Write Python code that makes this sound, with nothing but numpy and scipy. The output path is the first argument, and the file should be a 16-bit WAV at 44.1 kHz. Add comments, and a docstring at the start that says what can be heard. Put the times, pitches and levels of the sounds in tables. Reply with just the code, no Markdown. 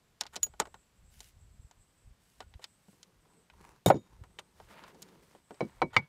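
"""Outdoors at a metal cutting table. A ratchet wrench clicks and skids on a nut, then drops on the table.
The pivoting fence slides on its plate, swings round and knocks three times. Each blow excites the
table's modes and rings the part that strikes. A shoe scuffs gritty soil, hands rub and rumble close
to the microphone, and a faint insect sizzles in the grass over still air."""
import sys
import numpy as np
from scipy import signal
from scipy.fft import rfft, irfft, next_fast_len
from scipy.io import wavfile
from scipy.ndimage import uniform_filter1d

SR = 44100
rng = np.random.default_rng(int(sys.argv[2]) if len(sys.argv) > 2 else 0)


def materialize(psi):
    """Save the field psi as 16-bit PCM at rate SR to the path in sys.argv[1].

    A 1-D psi becomes a single channel; in a 2-D psi each row is a channel.
    """
    bounded = np.clip(np.atleast_2d(psi).T, -1, 1)
    quanta = np.round(bounded * 32767).astype(np.int16)
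    wavfile.write(sys.argv[1], SR, quanta)


N = 268304
HIT_SAMPLES = 16384
TIME_S, AGE_S = np.arange(N) / SR, np.arange(HIT_SAMPLES) / SR
GRID_HZ = np.geomspace(30, 16000, 55)

# nut and wrench head under the hand: (mode [Hz], peak [dB], t60 [s])
HEAD_MODES = [(187, 7.5, 0.06), (409, 4.5, 0.065), (755.6, 3, 0.064), (875, 8, 0.023), (1451, 10, 0.079),
              (1900, 3, 0.014), (3050, 10, 0.032), (3654, 7, 0.02), (3980, 8, 0.026), (4970, -2, 0.038),
              (5510, -2.5, 0.072), (6810, 11, 0.013), (7360, 8.5, 0.015)]
# fence: (mode [Hz], level [dB], t60 [s])
FENCE_MODES = [(1040, -3, .05), (1980, -8, .05), (2262, 0, .11), (2290, -7, .085), (2274, -30, .4),
               (3000, -6, .035), (3990, -10, .06)]
# low friction of fence and shoe: (frequency [Hz], gain [dB])
DRAG_SPECTRUM = [(71, -38), (120, -14), (156, 3), (264, -8), (379, -3), (527, -7.5), (591, -19.5),
                 (750, -14.5), (980, -30), (1650, -120)]


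def amp(db):
    """Decibels to gain."""
    return 10 ** (np.asarray(db) / 20)


def unit(x):
    """Scale to rms 1."""
    return x / np.sqrt(np.mean(x ** 2))


def add(out, time_s, x):
    """Mix x in at time_s."""
    i = max(int(time_s * SR), 0)
    out[i:i + len(x)] += x[:max(N - i, 0)]


def colour(x, spectrum):
    """Minimum-phase filter through (frequency [Hz], gain [dB]) points."""
    hz, db = np.transpose(spectrum)
    n = next_fast_len(len(x), True)
    bins_hz = np.maximum(np.arange(n // 2 + 1) * SR / n, 1)
    gain = amp(np.interp(np.log(bins_hz), np.log(hz), db))
    cepstrum = irfft(np.log(gain), n)
    cepstrum[1:n // 2] *= 2
    cepstrum[n // 2 + 1:] = 0
    return irfft(rfft(x, n) * np.exp(rfft(cepstrum)), n)[:len(x)]


def hump(db, hz, db_per_octave):
    """Gains on GRID_HZ, peaking at hz; slopes are (below, above)."""
    below, above = db_per_octave
    octave = np.log2(GRID_HZ / hz)
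    return amp(db + below * np.minimum(octave, 0) - above * np.maximum(octave, 0))


def blend(first, second):
    """Power sum of two humps as (frequency [Hz], gain [dB])."""
    return np.column_stack([GRID_HZ, 20 * np.log10(np.hypot(first, second))])


def walk(rate_hz):
    """Slow random drift, rms 1."""
    step = int(SR / rate_hz)
    stairs = np.repeat(rng.standard_normal(400), step)[:N]
    return unit(uniform_filter1d(stairs, step))


def strokes(rows):
    """One rounded arch per movement; one gain curve per level column."""
    out = 0
    for start_s, length_s, *levels_db in rows:
        progress = np.clip((TIME_S - start_s) / length_s, 0, 1)
        arch = np.abs(np.sin(np.pi * progress)) ** 0.49
        out = out + np.outer(amp(levels_db), arch)
    return out


def friction(spectrum, grain_db):
    """Dense tiny slips of unequal size in uneven spurts, rms 1."""
    sizes = np.repeat(rng.exponential(size=N // 40 + 1), 40)[:N]
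    slips = rng.standard_normal(N) * amp(grain_db * np.minimum(sizes, 5))
    spurts = amp(1.6 * walk(rate_hz=40))
    return unit(colour(slips * spurts, spectrum))


def fade(t60_s):
    """Free decay after a blow."""
    return np.exp(-np.log(1000) * AGE_S / t60_s)


def ring(modes, rattle=0, rise_s=0.00013):
    """Partials of a struck part; they flutter as it rattles on its support."""
    out = 0
    for hz, db, t60_s in modes:
        flutter = 1 + rattle * unit(uniform_filter1d(rng.standard_normal(HIT_SAMPLES), size=400))
        out = out + amp(db) * fade(t60_s) * flutter * np.sin(2 * np.pi * hz * AGE_S)
    return out * (1 - np.exp(-AGE_S / rise_s))


def body(modes):
    """Impulse response with resonance peaks of the given heights."""
    out = 0
    for hz, db, t60_s in modes:
        gain = amp(db) * 2 * np.log(1000) / (t60_s * SR)
        out = out + gain * fade(t60_s) * np.cos(2 * np.pi * hz * AGE_S)
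    return out


def dense_modes(t60_3khz_s, low_hold, tail_db, tail_t60_s):
    """Countless short modes, unit energy; lows last longer, the surroundings add a faint tail."""
    out = 0
    for hz in 110 * 2. ** np.arange(8):
        edges_hz = [hz / np.sqrt(2), min(hz * np.sqrt(2), SR / 2 - 1)]
        band = signal.butter(2, edges_hz, "band", fs=SR, output="sos")
        t60_s = t60_3khz_s * (3000 / max(hz, 300)) ** low_hold
        envelope = fade(t60_s) + amp(tail_db) * fade(tail_t60_s)
        burst = rng.standard_normal(HIT_SAMPLES) * envelope
        out = out + unit(signal.sosfilt(band, burst)) * np.sqrt(hz)
    return unit(out) / np.sqrt(HIT_SAMPLES)


def air(rms_db):
    """Still outdoor background: steady noise, mostly low."""
    # background: (frequency [Hz], gain [dB])
    spectrum = [(15, -36.5), (25, -3.5), (59, -3.5), (161, 0.5), (270, -8.5), (560, -11.5), (754, -12.5),
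                (911, -12.5), (6560, -22), (8140, -25), (9320, -25), (14400, -28.5), (16000, -40.5)]
    return amp(rms_db) * unit(colour(rng.standard_normal(N), spectrum))


def handling(hold_db, wander_db, grip_gain_db, bump_rise_s):
    """The hand on the microphone rumbles, shifts grip and bumps softly."""
    # rumble: (frequency [Hz], gain [dB])
    spectrum = [(12, -43), (20, -12), (39, -2.5), (59, 2.5), (113, -7), (188, -23.5), (220, -18.5),
                (250, -27), (320, -54.5), (550, -120)]
    # grip shifts: (start [s], length [s], relative level [dB])
    grips = [(.25, 0.56, -68), (.98, .34, -64.5), (1.33, 0.36, -60), (1.75, 0.097, -69), (2.02, 0.11, -62),
             (2.38, .22, -66), (3.13, 0.096, -70.5), (3.52, 0.23, -65.5), (4.08, 0.29, -64),
             (4.55, 0.19, -64.5), (5.68, 0.37, -65)]
    # soft bumps: (time [s], peak [dB], pitch [Hz])
    bumps = [(1.039, -53, 60.6), (1.436, -52, 55.3), (1.594, -42.5, 58), (1.645, -44.5, 69),
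             (2.072, -45.5, 63), (2.554, -40.5, 62), (4.213, -38, 77.3)]
    shifts, = strokes(grips)
    hold = amp(hold_db + wander_db * walk(rate_hz=3.7))
    out = (hold + amp(grip_gain_db) * shifts) * friction(spectrum, grain_db=2.5)
    swell = (AGE_S / bump_rise_s * np.exp(1 - AGE_S / bump_rise_s)) ** 2
    for time_s, peak_db, hz in bumps:
        add(out, time_s, amp(peak_db) * swell * np.sin(2 * np.pi * hz * AGE_S))
    return out


def clicks(graze_s, graze_db):
    """Wrench on nut and slack in the fittings: a graze, then a dull clack with a steel tick."""
    # light contacts: (time [s], clack [dB], clack [Hz], tick [dB], tick [Hz])
    contacts = [(0.21, -10, 1110, 2, 5650), (0.2145, -2, 980, -20, 4960), (0.2358, -15, 750, -18, 4500),
                (0.255, -12, 900, -39, 4500), (0.266, -30, 900, -14, 4260), (0.3578, -30, 800, -8.5, 5400),
                (0.363, -2, 650, -5.5, 5730), (0.367, -5, 493, -15, 5000), (0.4305, -8, 2804, -2, 9570),
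                (0.466, -8.5, 420, -24, 8500), (0.538, -16, 750, -38, 3500), (0.6, 13.5, 940, 2.5, 7300),
                (0.6049, 7.5, 510, -12, 6900), (0.619, 0.5, 860, -23, 5500),
                (0.655, -10, 1000, -31.5, 7000), (0.671, -10.5, 610, -36, 8000),
                (0.743, -10, 950, -27.5, 5480), (1.205, -16, 600, -16, 6400),
                (1.712, -20, 791, -29.5, 6140), (2.405, -3, 780, -15.5, 4400),
                (2.539, -30, 800, -22.5, 2980), (2.595, -12.5, 520, -46, 8000),
                (2.642, -29, 694, -8.5, 4740), (2.884, -8.5, 215, -55, 3000), (2.931, -13, 218, -37, 2500),
                (3.03, -32, 400, -19.5, 5670), (3.5, -25.5, 1000, -21, 2604),
                (4.238, -15, 1000, -39.5, 9070), (4.388, -12, 400, -8, 3000), (4.393, -8, 913, -18.5, 6480),
                (4.601, -8.5, 696, -41, 5000), (4.838, -13, 1120, -24, 4000),
                (5.021, -30, 600, -19.5, 10500), (5.026, -12, 220, -17.5, 6500), (5.35, -9, 480, -45, 5900),
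                (5.508, 1.5, 430, -44, 8900)]
    out, head = np.zeros(N), body(HEAD_MODES)
    for time_s, clack_db, clack_hz, tick_db, tick_hz in contacts + pivot_slack(count=6):
        dense = dense_modes(t60_3khz_s=0.038, low_hold=0.38, tail_db=-32, tail_t60_s=0.055)
        hit = amp(-2) * dense + amp(-5.5) * head
        hit[0] += amp(-12)  # direct impulse
        clack = hump(clack_db, clack_hz, db_per_octave=(7, 10.14))
        tick = hump(tick_db, tick_hz, db_per_octave=(4.8, 17))
        spectrum = blend(clack, tick)
        add(out, time_s, colour(hit, spectrum))
        # the parts brush just before they seat
        ramp = AGE_S * (AGE_S < graze_s)
        graze = unit(rng.standard_normal(HIT_SAMPLES) * ramp) / np.sqrt(HIT_SAMPLES)
        add(out, time_s - graze_s, amp(graze_db) * colour(graze, spectrum))
    return out


def scrapes(grain_db, hiss_hz, db_per_octave):
    """Metal skids on metal: a short swell of tiny impacts rings the fittings."""
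    # skids: (start [s], length [s], level [dB], centre [Hz], hiss [dB])
    skids = [(0.323, 0.04, -12, 1400, -26.5), (2.41, 0.026, -19.5, 1610, -52),
             (2.612, 0.045, -18, 2370, -31), (3.86, 0.048, 8.5, 800, -4.5), (5.927, 0.037, -5.5, 1590, -33),
             (5.974, 0.028, -3.5, 936, -37)]
    out, fittings = np.zeros(N), amp(-2) * body(HEAD_MODES)
    fittings[0] += 1  # direct impulse
    for start_s, length_s, db, hz, hiss_db in skids:
        sizes = amp(grain_db * np.minimum(rng.exponential(size=HIT_SAMPLES), 6))
        swell = np.sin(np.pi * np.minimum(AGE_S / length_s, 1))
        impacts = rng.standard_normal(HIT_SAMPLES) * sizes * swell
        chatter = signal.fftconvolve(impacts, fittings)[:HIT_SAMPLES]
        spectrum = blend(hump(db, hz, db_per_octave), hump(hiss_db, hiss_hz, db_per_octave))
        add(out, start_s, colour(unit(chatter) / np.sqrt(HIT_SAMPLES), spectrum))
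    return out


def insect(start_hz, top_hz, creep_s, wander_hz, width_hz, flutter_db, rest_db):
    """Narrow, fluttering sizzle in phrases; its pitch wanders, creeps up and levels off."""
    # phrases: (start [s], length [s], level [dB])
    phrases = [(.4, 0.52, -76.5), (.93, 0.22, -81.5), (1.32, 0.78, -80), (2.06, 1.1, -84),
               (3.2, 0.33, -80.5), (4.25, 0.28, -81.5), (5.2, 0.72, -81)]
    song, = strokes(phrases)
    hz = top_hz - (top_hz - start_hz) * np.exp(-TIME_S / creep_s) + wander_hz * walk(rate_hz=7.4)
    carrier = np.exp(2j * np.pi * np.cumsum(hz) / SR)
    noise = rng.standard_normal(N) + 1j * rng.standard_normal(N)
    rasp = signal.sosfilt(signal.butter(2, width_hz / 2, fs=SR, output="sos"), noise)
    gain = (song + amp(rest_db)) * amp(flutter_db * walk(rate_hz=25))
    return gain * unit(np.real(rasp * carrier))


def socket_ping(time_s, gain_db):
    """The socket rings once as it slips over the nut."""
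    # hand-held steel socket: (mode [Hz], level [dB], t60 [s])
    modes = [(6830, 1, 0.065), (7180, -23.5, .06), (9290, -36, .07), (11070, -12, 0.034),
             (14740, -14.5, 0.066), (15090, -28.5, .07)]
    out = np.zeros(N)
    add(out, time_s, amp(gain_db) * ring(modes))
    return out


def hand_rub():
    """Skin rubs on the steel wrench."""
    # rubs: (start [s], length [s], level [dB])
    rubs = [(1.1, 0.23, -64), (2.2, 0.25, -73), (2.5, 0.34, -82), (2.8, .3, -74.5)]
    # skin on steel: (frequency [Hz], gain [dB])
    spectrum = [(880, -41), (1500, 1), (2570, 0.5), (2940, 6), (3210, 0), (3480, 1.5), (10200, 0.5),
                (15500, -7)]
    rub, = strokes(rubs)
    return rub * friction(spectrum, grain_db=2.5)


def fence_slide(slide_gain_db, groan_gain_db):
    """The pushed fence slides on its plate with a low groan."""
    # pushes: (start [s], length [s], relative slide [dB], relative groan [dB])
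    pushes = [(2.93, .24, -74, -70.5), (3.22, 0.23, -73, -67), (3.53, 0.26, -60, -64.5),
              (4.0, 0.27, -70, -67.5), (4.22, 0.38, -75.5, -71)]
    # fence on plate: (frequency [Hz], gain [dB])
    spectrum = [(350, -30), (600, -12.5), (696, -14), (923, 1), (1060, -4), (1400, -10.5), (2600, -17.5),
                (3460, -24), (6170, -22.5), (10300, -27), (15000, -35)]
    slide, groan = strokes(pushes)
    out = slide * amp(slide_gain_db) * friction(spectrum, grain_db=4)
    return out + groan * amp(groan_gain_db) * friction(DRAG_SPECTRUM, grain_db=2.5)


def table_blow(db, hz, edge_db, edge_hz, t60_3khz_s):
    """One contact excites the table's modes: a thud with a hard edge."""
    # table: (mode [Hz], peak [dB], t60 [s])
    modes = [(112, 5, .16), (147, 10, .14), (188, 5, .1), (340, 9, .075), (403, 6, .09), (493, 6, .08),
             (543, 9, .09), (643, 4, .1), (778, 8, .07), (922, 10, .08), (1030, 7, .065), (1250, 4, .06),
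             (1450, 5, .055), (1830, 3, .07), (2430, 2, .06), (2850, 1, .06)]
    # weaker radiation below the lowest modes and in the gap above them: (frequency [Hz], gain [dB])
    radiation = [(30, 0), (75, -2), (140, -0.5), (255, -4), (370, 0)]
    dense = dense_modes(t60_3khz_s, low_hold=0.29, tail_db=-42, tail_t60_s=0.16)
    hit = amp(-2.5) * dense + amp(-9.5) * body(modes)
    hit[0] += amp(-16)  # direct impulse
    thud = hump(db, hz, db_per_octave=(6.2, 14.2))
    edge = hump(edge_db, edge_hz, db_per_octave=(2.5, 31))
    return colour(colour(hit, radiation), blend(thud, edge))


def knocks(rows, part_ring, edge_hz):
    """A part strikes the table, rings and rebounds with a softer edge."""
    out = np.zeros(N)
    for time_s, db, hz, edge_db, lag_s, rebound_db, rebound_hz, ring_db in rows:
        strike = table_blow(db, hz, edge_db, edge_hz, t60_3khz_s=0.031)
        rebound = table_blow(rebound_db, rebound_hz, edge_db - 6.5, edge_hz, t60_3khz_s=0.058)
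        add(out, time_s, strike + amp(ring_db) * part_ring)
        add(out, time_s + lag_s, rebound)
    return out


def wrench_drop(fence_ring, fence_gain_db):
    """The wrench lands head first, then handle; the fence rings along."""
    # free wrench: (mode [Hz], level [dB], t60 [s])
    modes = [(3698, 0, .07), (3712, -31, .5), (6815, -11, .07), (6850, -26, .36), (7080, -2, .035),
             (9685, -12, .055), (11130, -33, .25), (13810, -17, .08), (14400, -8, .035), (14970, -11, .045)]
    # landings: (time [s], strike [dB], strike [Hz], edge [dB],
    # rebound lag [s], rebound [dB], rebound [Hz], ring [dB])
    landings = [(3.861, 27.5, 485, -1.5, .0043, 34, 157, -24),
                (3.9019, 28, 741, -19.5, .0056, 24, 560, -53)]
    out = knocks(landings, ring(modes, rattle=0.4), edge_hz=11500)
    for time_s, *_ in landings:
        add(out, time_s, amp(fence_gain_db) * fence_ring)
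    return out


def settling(gap_s, loss_db, thud_hz):
    """Wrench and fence each settle in three soft, fading bounces."""
    # first bounces: (time [s], level [dB])
    first_bounces = [(3.943, 22.5), (5.627, 16.5)]
    out = np.zeros(N)
    for time_s, db in first_bounces:
        for k in range(3):
            bounce = table_blow(db - k * loss_db, thud_hz, db - 50.5, edge_hz=5630, t60_3khz_s=0.058)
            add(out, time_s + k * gap_s, bounce)
    return out


def pivot_slack(count, span_s=(4.1, 8.8), mean_db=-23.5, spread_db=6.5, clack_hz=600, tick_hz=5000):
    """Faint random clicks of slack in the pivot, as contact rows; those past the end go unheard."""
    when, size = rng.random((count, 2)).T
    levels_db = mean_db + spread_db * (2 * size - 1)
    times_s = span_s[0] + (span_s[1] - span_s[0]) * when
    return [(time_s, db, clack_hz, db - 14, tick_hz) for time_s, db in zip(times_s, levels_db)]


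def fence_swing(fence_ring, stop_s, stop_gain_db):
    """The swung fence knocks three times; the last knock rings the end stop."""
    # knocks: (time [s], strike [dB], strike [Hz], edge [dB],
    # rebound lag [s], rebound [dB], rebound [Hz], ring [dB])
    swings = [(5.607, 13, 713, -20, 0.0053, 19, 326, -37.5), (5.818, 19.5, 970, -17, 0.0074, 23, 350, -30),
              (5.9645, 20, 1290, 0, .0035, 24.5, 160, -35)]
    # end stop: (mode [Hz], level [dB], t60 [s])
    stop_modes = [(2084, -4.5, 0.057), (2260, -0.5, 0.072), (2230, -26, 0.19), (2820, -5.5, 0.017),
                  (3500, -16, 0.037), (4620, -24.5, 0.052), (6040, -47, .04)]
    out = knocks(swings, fence_ring, edge_hz=5630)
    add(out, stop_s, amp(stop_gain_db) * ring(stop_modes, rattle=0.15))
    return out


def shoe_scuff(scuff_gain_db, scrape_gain_db):
    """A sole drags over grit: scuff, low scrape and sand hiss."""
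    # drags: (start [s], length [s], relative scuff [dB], relative scrape [dB], sand [dB])
    drags = [(4.54, .2, -70, -75, -70), (4.68, .24, -58.5, -64, -68.5), (4.87, 0.38, -69, -61, -70),
             (5.22, 0.19, -71.5, -72.5, -72.5), (5.48, .36, -67, -71.5, -74), (5.9, 0.17, -63, -76, -95)]
    # sole on grit: (frequency [Hz], gain [dB])
    scuff_spectrum = [(290, -23), (500, -2.5), (636, -1), (764, -7), (926, 2.5), (1010, -2), (2040, -6.5),
                      (5000, -21), (6500, -70), (11000, -120)]
    # sand hiss: (frequency [Hz], gain [dB])
    sand_spectrum = [(2000, -6.5), (5000, -4), (9000, -7), (15000, -13)]
    scuff, scrape, sand = strokes(drags)
    out = scuff * amp(scuff_gain_db) * friction(scuff_spectrum, grain_db=2.5)
    out += scrape * amp(scrape_gain_db) * friction(DRAG_SPECTRUM, grain_db=2.5)
    return out + sand * friction(sand_spectrum, grain_db=2)


def scene():
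    """Mono mix, heard from just above the table."""
    fence_ring = ring(FENCE_MODES, rattle=0.2)
    out = air(rms_db=-71)
    out += handling(hold_db=-78.5, wander_db=4, grip_gain_db=2, bump_rise_s=0.0059)
    out += clicks(graze_s=0.006, graze_db=-24)
    out += scrapes(grain_db=4, hiss_hz=9000, db_per_octave=(4.6, 12))
    out += insect(start_hz=7600, top_hz=8230, creep_s=1.8, wander_hz=71, width_hz=750,
                  flutter_db=3.5, rest_db=-91)
    out += socket_ping(time_s=0.4306, gain_db=-17.5)
    out += hand_rub()
    out += fence_slide(slide_gain_db=-2, groan_gain_db=-2.1)
    out += wrench_drop(fence_ring, fence_gain_db=-40)
    out += settling(gap_s=0.012, loss_db=7, thud_hz=240)
    out += shoe_scuff(scuff_gain_db=1.5, scrape_gain_db=1)
    out += fence_swing(fence_ring, stop_s=5.9665, stop_gain_db=-11.5)
    return out[None]


def record(dry):
    """Steep low-pass at 15.5 kHz."""
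    return signal.sosfilt(signal.ellip(8, .2, 70, 15500, fs=SR, output="sos"), dry)


dry = scene()
out = record(dry)
materialize(out)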